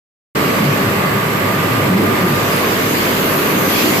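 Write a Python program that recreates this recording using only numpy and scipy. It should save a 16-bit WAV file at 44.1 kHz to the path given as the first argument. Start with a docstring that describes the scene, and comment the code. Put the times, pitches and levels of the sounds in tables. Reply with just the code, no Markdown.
"""The cooling fans of a powered CNC lathe, rushing and whining over the hum of its motors in a workshop.
The stereo microphone starts at the control panel and is carried to the open work area.
The axis drives rumble and groan briefly as the slide moves; near the open door a hiss and a
hollow roar grow. The sound cuts in abruptly, through a compressor."""
import sys
import numpy as np
from scipy import signal
from scipy.fft import rfft, irfft, next_fast_len
from scipy.io import wavfile
from scipy.ndimage import uniform_filter1d, map_coordinates

SR = 44100
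rng = np.random.default_rng(int(sys.argv[2]) if len(sys.argv) > 2 else 0)


def master(y):
    """Save y as 16-bit WAV."""
    cut = np.clip(np.atleast_2d(y).T, -1, 1)
    pcm = np.round(cut * 32767)  # scale
    wavfile.write(sys.argv[1], SR, pcm.astype(np.int16))


N = 176400

# Spectra of the fan air, the work area's hiss, the fine sizzle above it, the roar in the enclosure
# and the drives' rumble. Each row: frequency in Hz, relative level in dB.
FAN_SPECTRUM = [(25, -78), (70, -66), (84, -53), (100, -50), (200, -43), (300, -47.5), (450, -47),
                (600, -50), (750, -56), (1000, -50.5), (1450, -53), (2200, -54.5), (2800, -58.5),
                (3600, -63.5), (4700, -68.5), (5700, -73.5), (6700, -73), (8000, -67.5), (8700, -82),
                (12000, -77), (15000, -84)]
HISS_SPECTRUM = [(1000, -67), (2600, -54), (3700, -57.5), (4800, -59.5), (5500, -64), (6600, -59.5),
                 (7500, -64), (9300, -69.5), (12000, -80), (15000, -82)]
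SIZZLE_SPECTRUM = [(6000, -79), (9000, -86), (10000, -71), (12000, -68.5), (15000, -74)]
ROAR_SPECTRUM = [(100, -106), (200, -44.5), (290, -42), (400, -45), (540, -62), (790, -58.5), (1000, -67),
                 (2000, -87)]
RUMBLE_SPECTRUM = [(60, -90), (85, -64), (102, -40), (125, -45.5), (190, -47.5), (260, -54.5), (500, -88)]
# The walk to the door. Each row: time in seconds, then gains of hiss, sizzle and roar in dB.
WALK_TO_DOOR = [(.35, -11, -13, -2), (.8, -12, -14, -3.5), (1.2, -19, -13, -27), (1.75, -14, -14, -5),
                (2.05, -18, -13, 4), (2.55, -7, -8, -8.5), (2.9, -5.5, -5.5, -2), (3.35, -7, -2, -3.5),
                (3.65, -7.5, -3, 2.5), (3.73, -2.5, 1, -4.5), (3.86, 2, 0, 5.5), (4, -3.5, -1.5, -0.5)]
# Rise and fall of the rumble. Each row: time in seconds, gain in dB.
RUMBLE_GAINS = [(.35, 2.5), (.57, -5), (.64, 3.5), (.88, 2), (1.05, -7), (1.3, -2), (1.6, 0), (1.88, 2),
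                (2.02, 1), (2.3, -3), (2.6, -8), (4, -24)]
# Likeness of the noise left and right. Each row: frequency in Hz, coherence.
COHERENCE = [(100, 0.97), (180, 0.98), (280, 0.81), (500, 0.53), (900, 0.086), (2000, -0.07),
             (8000, -0.0025)]
# Colour of the two microphone ports. Each row: frequency in Hz, left and right gain in dB.
MIC_COLOUR = [(152, -1.5, -2.5), (450, -1.5, 1.4), (665, 3, 1), (1350, -1.5, 1), (2200, -3, 2.5),
              (3670, -1, -0.5), (5200, 1.5, 2), (5800, 0, 0), (6700, -1, 1.5), (7150, -7, 0),
              (7700, -6, 1.5), (8300, -5.5, -1), (9000, 1, 1), (9600, 4, 2), (10200, 6, 0), (11400, 10, -4),
              (11750, 14.5, 1), (12400, 15, 1), (13700, 13.5, -1), (14800, 11, 0), (15400, 7, -12)]
# Motor hum. Each row: frequency in Hz, relative level in dB.
HUM_LINES = [(48.4, -45), (101, -35.5), (144.3, -30.5), (184.6, -33), (297, -42), (398, -33.5)]
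# Whines of fans and drives. Each row: frequency in Hz, left and right relative level in dB.
WHINE_LINES = [(798, -43, -43), (1060, -41, -41), (1268, -45, -42), (1585, -47, -41), (1600, -44, -38),
               (1745, -44, -41), (1885, -48, -45.5), (1998, -44, -40), (2046.5, -43, -38.5),
               (4560, -57, -54), (7930, -56.5, -50), (8000, -55, -49), (8071, -55.5, -49.5),
               (10142, -56, -63)]
# Axis drive groans. Each row: start and length in seconds, first and last pitch in Hz, level in dB.
DRIVE_GROANS = [(.595, .05, 235, 195, -15), (.645, .07, 160, 130, -14.5), (.76, .05, 192, 200, -19),
                (.835, .06, 110, 102, -22.5), (1.145, .04, 198, 205, -22.5), (1.72, .075, 110, 110, -23),
                (1.8, .06, 138, 146, -18.5), (1.865, .04, 114, 106, -20), (1.893, .08, 176, 194, -10.5),
                (1.99, .035, 200, 212, -20), (2.195, .075, 186, 180, -16.5), (2.28, .08, 146, 142, -24),
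                (2.6, .085, 1170, 1020, -27), (2.92, .2, 1000, 1000, -33.5)]
# Swells of hiss. Each row: peak time and length in seconds, centre and width in Hz, level in dB.
HISS_SWELLS = [(2.545, .085, 4970, 330, -35), (2.55, .1, 9800, 340, -36.5), (3.82, .16, 4450, 380, -31)]
# The upper fan note between the ports. Each row: time in seconds, lead of the left in radians.
UPPER_NOTE_LEAD = [(.8, 1.8), (1.5, .6), (2.3, .8), (2.65, 2.3), (3.4, 1.8)]
# Fan notes at the microphone. Each row: time in seconds, then levels in dB of the upper note
# left and right and of the lower note left and right.
FAN_NOTE_LEVELS = [(.35, -33, -26.5, -29, -34), (.55, -33, -26.5, -28.5, -36), (.72, -32, -31, -28, -38),
                   (1.05, -34, -26, -29.5, -36), (1.5, -32.5, -25.5, -29.5, -35.5),
                   (1.85, -29, -25, -31, -38), (1.98, -35, -33, -36, -38), (2.08, -26, -25, -34, -39),
                   (2.36, -25.5, -27.5, -36, -40), (2.55, -31, -30, -35, -35), (2.68, -38, -29, -36, -34),
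                   (2.85, -28.5, -28, -39, -41), (3.05, -36, -33, -44, -42), (3.3, -29.5, -28, -38, -38),
                   (3.42, -29.5, -31, -31, -32), (3.75, -28.5, -32.5, -34, -35), (4, -34, -33, -41, -38)]


def amp(db):
    """Decibels to gain."""
    return 10 ** (np.asarray(db) / 20)


def along(points, hz, column=1):
    """One column of a table, read on a log frequency axis."""
    table = np.transpose(points)
    return np.interp(np.log(hz + 1), np.log(table[0] + 1), table[column])


def curves(rows):
    """One value per sample for each column after the time."""
    times, *columns = np.transpose(rows)
    return [np.interp(np.arange(N) / SR, times, column) for column in columns]


def wobble(rate):
    """A smooth random curve, rate knots a second."""
    return map_coordinates(rng.standard_normal(2048), [np.arange(N) * rate / SR], mode="wrap")


def filtered(x, response):
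    """x through a filter whose gain is response(hz)."""
    size = next_fast_len(N + SR // 2)
    return irfft(rfft(x, size) * response(np.fft.rfftfreq(size, 1 / SR)), size)[..., :N]


def rush(spectrum, patchy_db):
    """Stereo air noise with patches of turbulence, near mono in the bass."""
    def mid_side_gains(hz):
        spread = np.arccos(np.clip(along(COHERENCE, hz), -1, 1)) / 2
        return amp(along(spectrum, hz)) * np.array([np.cos(spread), np.sin(spread)])

    cells = signal.stft(rng.standard_normal((2, N)), nperseg=512)[2]
    patches = uniform_filter1d(rng.standard_normal(cells.shape[1:]), size=6, axis=0)
    patches = uniform_filter1d(patches, size=12, axis=1)
    noise = signal.istft(cells * amp(patchy_db * patches / patches.std()), nperseg=512)[1][:, :N]
    mid, side = filtered(noise, mid_side_gains)
    return np.sqrt(SR / 2) * np.array([mid + side, mid - side])


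def tone(hz, drift_rad, flutter_db):
    """A sine of rms near 1 whose phase and level waver."""
    phase = 2 * np.pi * (hz * np.arange(N) / SR + rng.random()) + drift_rad * wobble(5.96)
    return np.sqrt(2) * np.sin(phase) * amp(flutter_db * wobble(9))


def motor_hum(trim_db=-1):
    """The motors hum in low lines, alike on both channels."""
    return sum(amp(db + trim_db) * tone(hz, drift_rad=0.88, flutter_db=2) for hz, db in HUM_LINES)


def faint_whines(trim_db=-1):
    """Thin lines of fans and drives; reflections make them waver at each port, the high ones most."""
    out = np.zeros((2, N))
    for hz, *sides_db in WHINE_LINES:
        drift_rad = .6 + .14 * hz / 1000
        out += [amp(db + trim_db) * tone(hz, drift_rad, flutter_db=3.4) for db in sides_db]
    return out


def hiss_swells():
    """Short whistles near the door: narrow bands of noise that rise and fall."""
    out = 0
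    for peak_s, length, centre_hz, width_hz, db in HISS_SWELLS:
        noise = rng.standard_normal((2, N))
        band = filtered(noise, lambda hz: np.exp(-2 * ((hz - centre_hz) / width_hz) ** 2))
        swell = np.exp(-2 * ((np.arange(N) / SR - peak_s) / length) ** 2)
        out += amp(db) * band / band.std() * swell
    return out


def work_area():
    """Hiss, sizzle and the enclosure's hollow roar grow unevenly as the microphone nears the door."""
    hiss_gain, sizzle_gain, roar_gain = amp(curves(WALK_TO_DOOR))
    hiss = hiss_gain * rush(HISS_SPECTRUM, patchy_db=2.7)
    sizzle = sizzle_gain * rush(SIZZLE_SPECTRUM, patchy_db=1.5)
    roar = roar_gain * rush(ROAR_SPECTRUM, patchy_db=1.2)
    return hiss + sizzle + roar


def axis_drives(attack_s=.012, release_s=.03, overtone_db=-14, rough_db=2.2):
    """The moving slide rumbles, and its drives groan in short, rough tones, most of them gliding."""
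    out = amp(curves(RUMBLE_GAINS)) * rush(RUMBLE_SPECTRUM, patchy_db=0.9)
    for start, length, from_hz, to_hz, db in DRIVE_GROANS:
        t = np.arange(N) / SR - start
        pitch_hz = np.interp(t, [0, length], [from_hz, to_hz])
        phase = 2 * np.pi * (np.cumsum(pitch_hz) / SR + rng.random())
        groan = np.sin(phase) + amp(overtone_db) * np.sin(2 * phase)
        envelope = np.clip(t / attack_s, 0, 1) * np.clip((length - t) / release_s + .5, 0, 1)
        out += np.sqrt(2) * amp(db + rough_db * wobble(70)) * envelope * groan
    return out


def fan_notes(upper_hz=1205.5, lower_hz=1133.3, beat_hz=6.6, beat_db=-11, drift_rad=.15):
    """Two close blade notes swell and fade as the microphone moves through the room's reflections."""
    gains = amp(curves(FAN_NOTE_LEVELS))
    lead, = curves(UPPER_NOTE_LEAD)
    t = np.arange(N) / SR
    phase = 2 * np.pi * upper_hz * t + drift_rad * wobble(6.1) + np.array([lead, -lead]) / 2
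    # a second, weaker fan beats against the upper note
    weaker_fan = amp(beat_db) * np.sin(phase + 2 * np.pi * (beat_hz * t + rng.random()))
    upper = np.sqrt(2) * (np.sin(phase) + weaker_fan)
    lower = tone(lower_hz, drift_rad, flutter_db=.6)
    return gains[:2] * upper + gains[2:] * lower


def fan_rush(waver_db=.25):
    """The cooling fans push out a broad, nearly steady rush of air."""
    return rush(FAN_SPECTRUM, patchy_db=0.77) * amp(waver_db * wobble(3.6))


def scene():
    """The whole lathe at the microphone, whose two ports colour the fan rush and the work area."""
    air = fan_rush() + work_area()
    air = filtered(air, lambda hz: amp([along(MIC_COLOUR, hz, column) for column in (1, 2)]))
    return air + hiss_swells() + motor_hum() + faint_whines() + fan_notes() + axis_drives()


def record(dry):
    """The recorder opens abruptly, compresses the loud moments and keeps nothing above its band limit."""
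    start_s, fade_s = 0.349, 0.0071
    threshold_db, cut_per_db, sense_s = -14, 0.53, 0.027
    top_hz, edge_hz = 15750, 300
    opened = dry * np.clip((np.arange(N) / SR - start_s) / fade_s, 0, 1)
    window = signal.windows.hann(int(sense_s * SR))
    power = np.abs(signal.fftconvolve(np.mean(opened ** 2, axis=0), window / window.sum(), "same"))
    over_db = np.maximum(10 * np.log10(power + 1e-12) - threshold_db, 0)
    compressed = opened * amp(-cut_per_db * over_db)
    return filtered(compressed, lambda hz: np.clip((top_hz - hz) / edge_hz, 0, 1) ** 2)


dry = scene()
out = record(dry)
master(out)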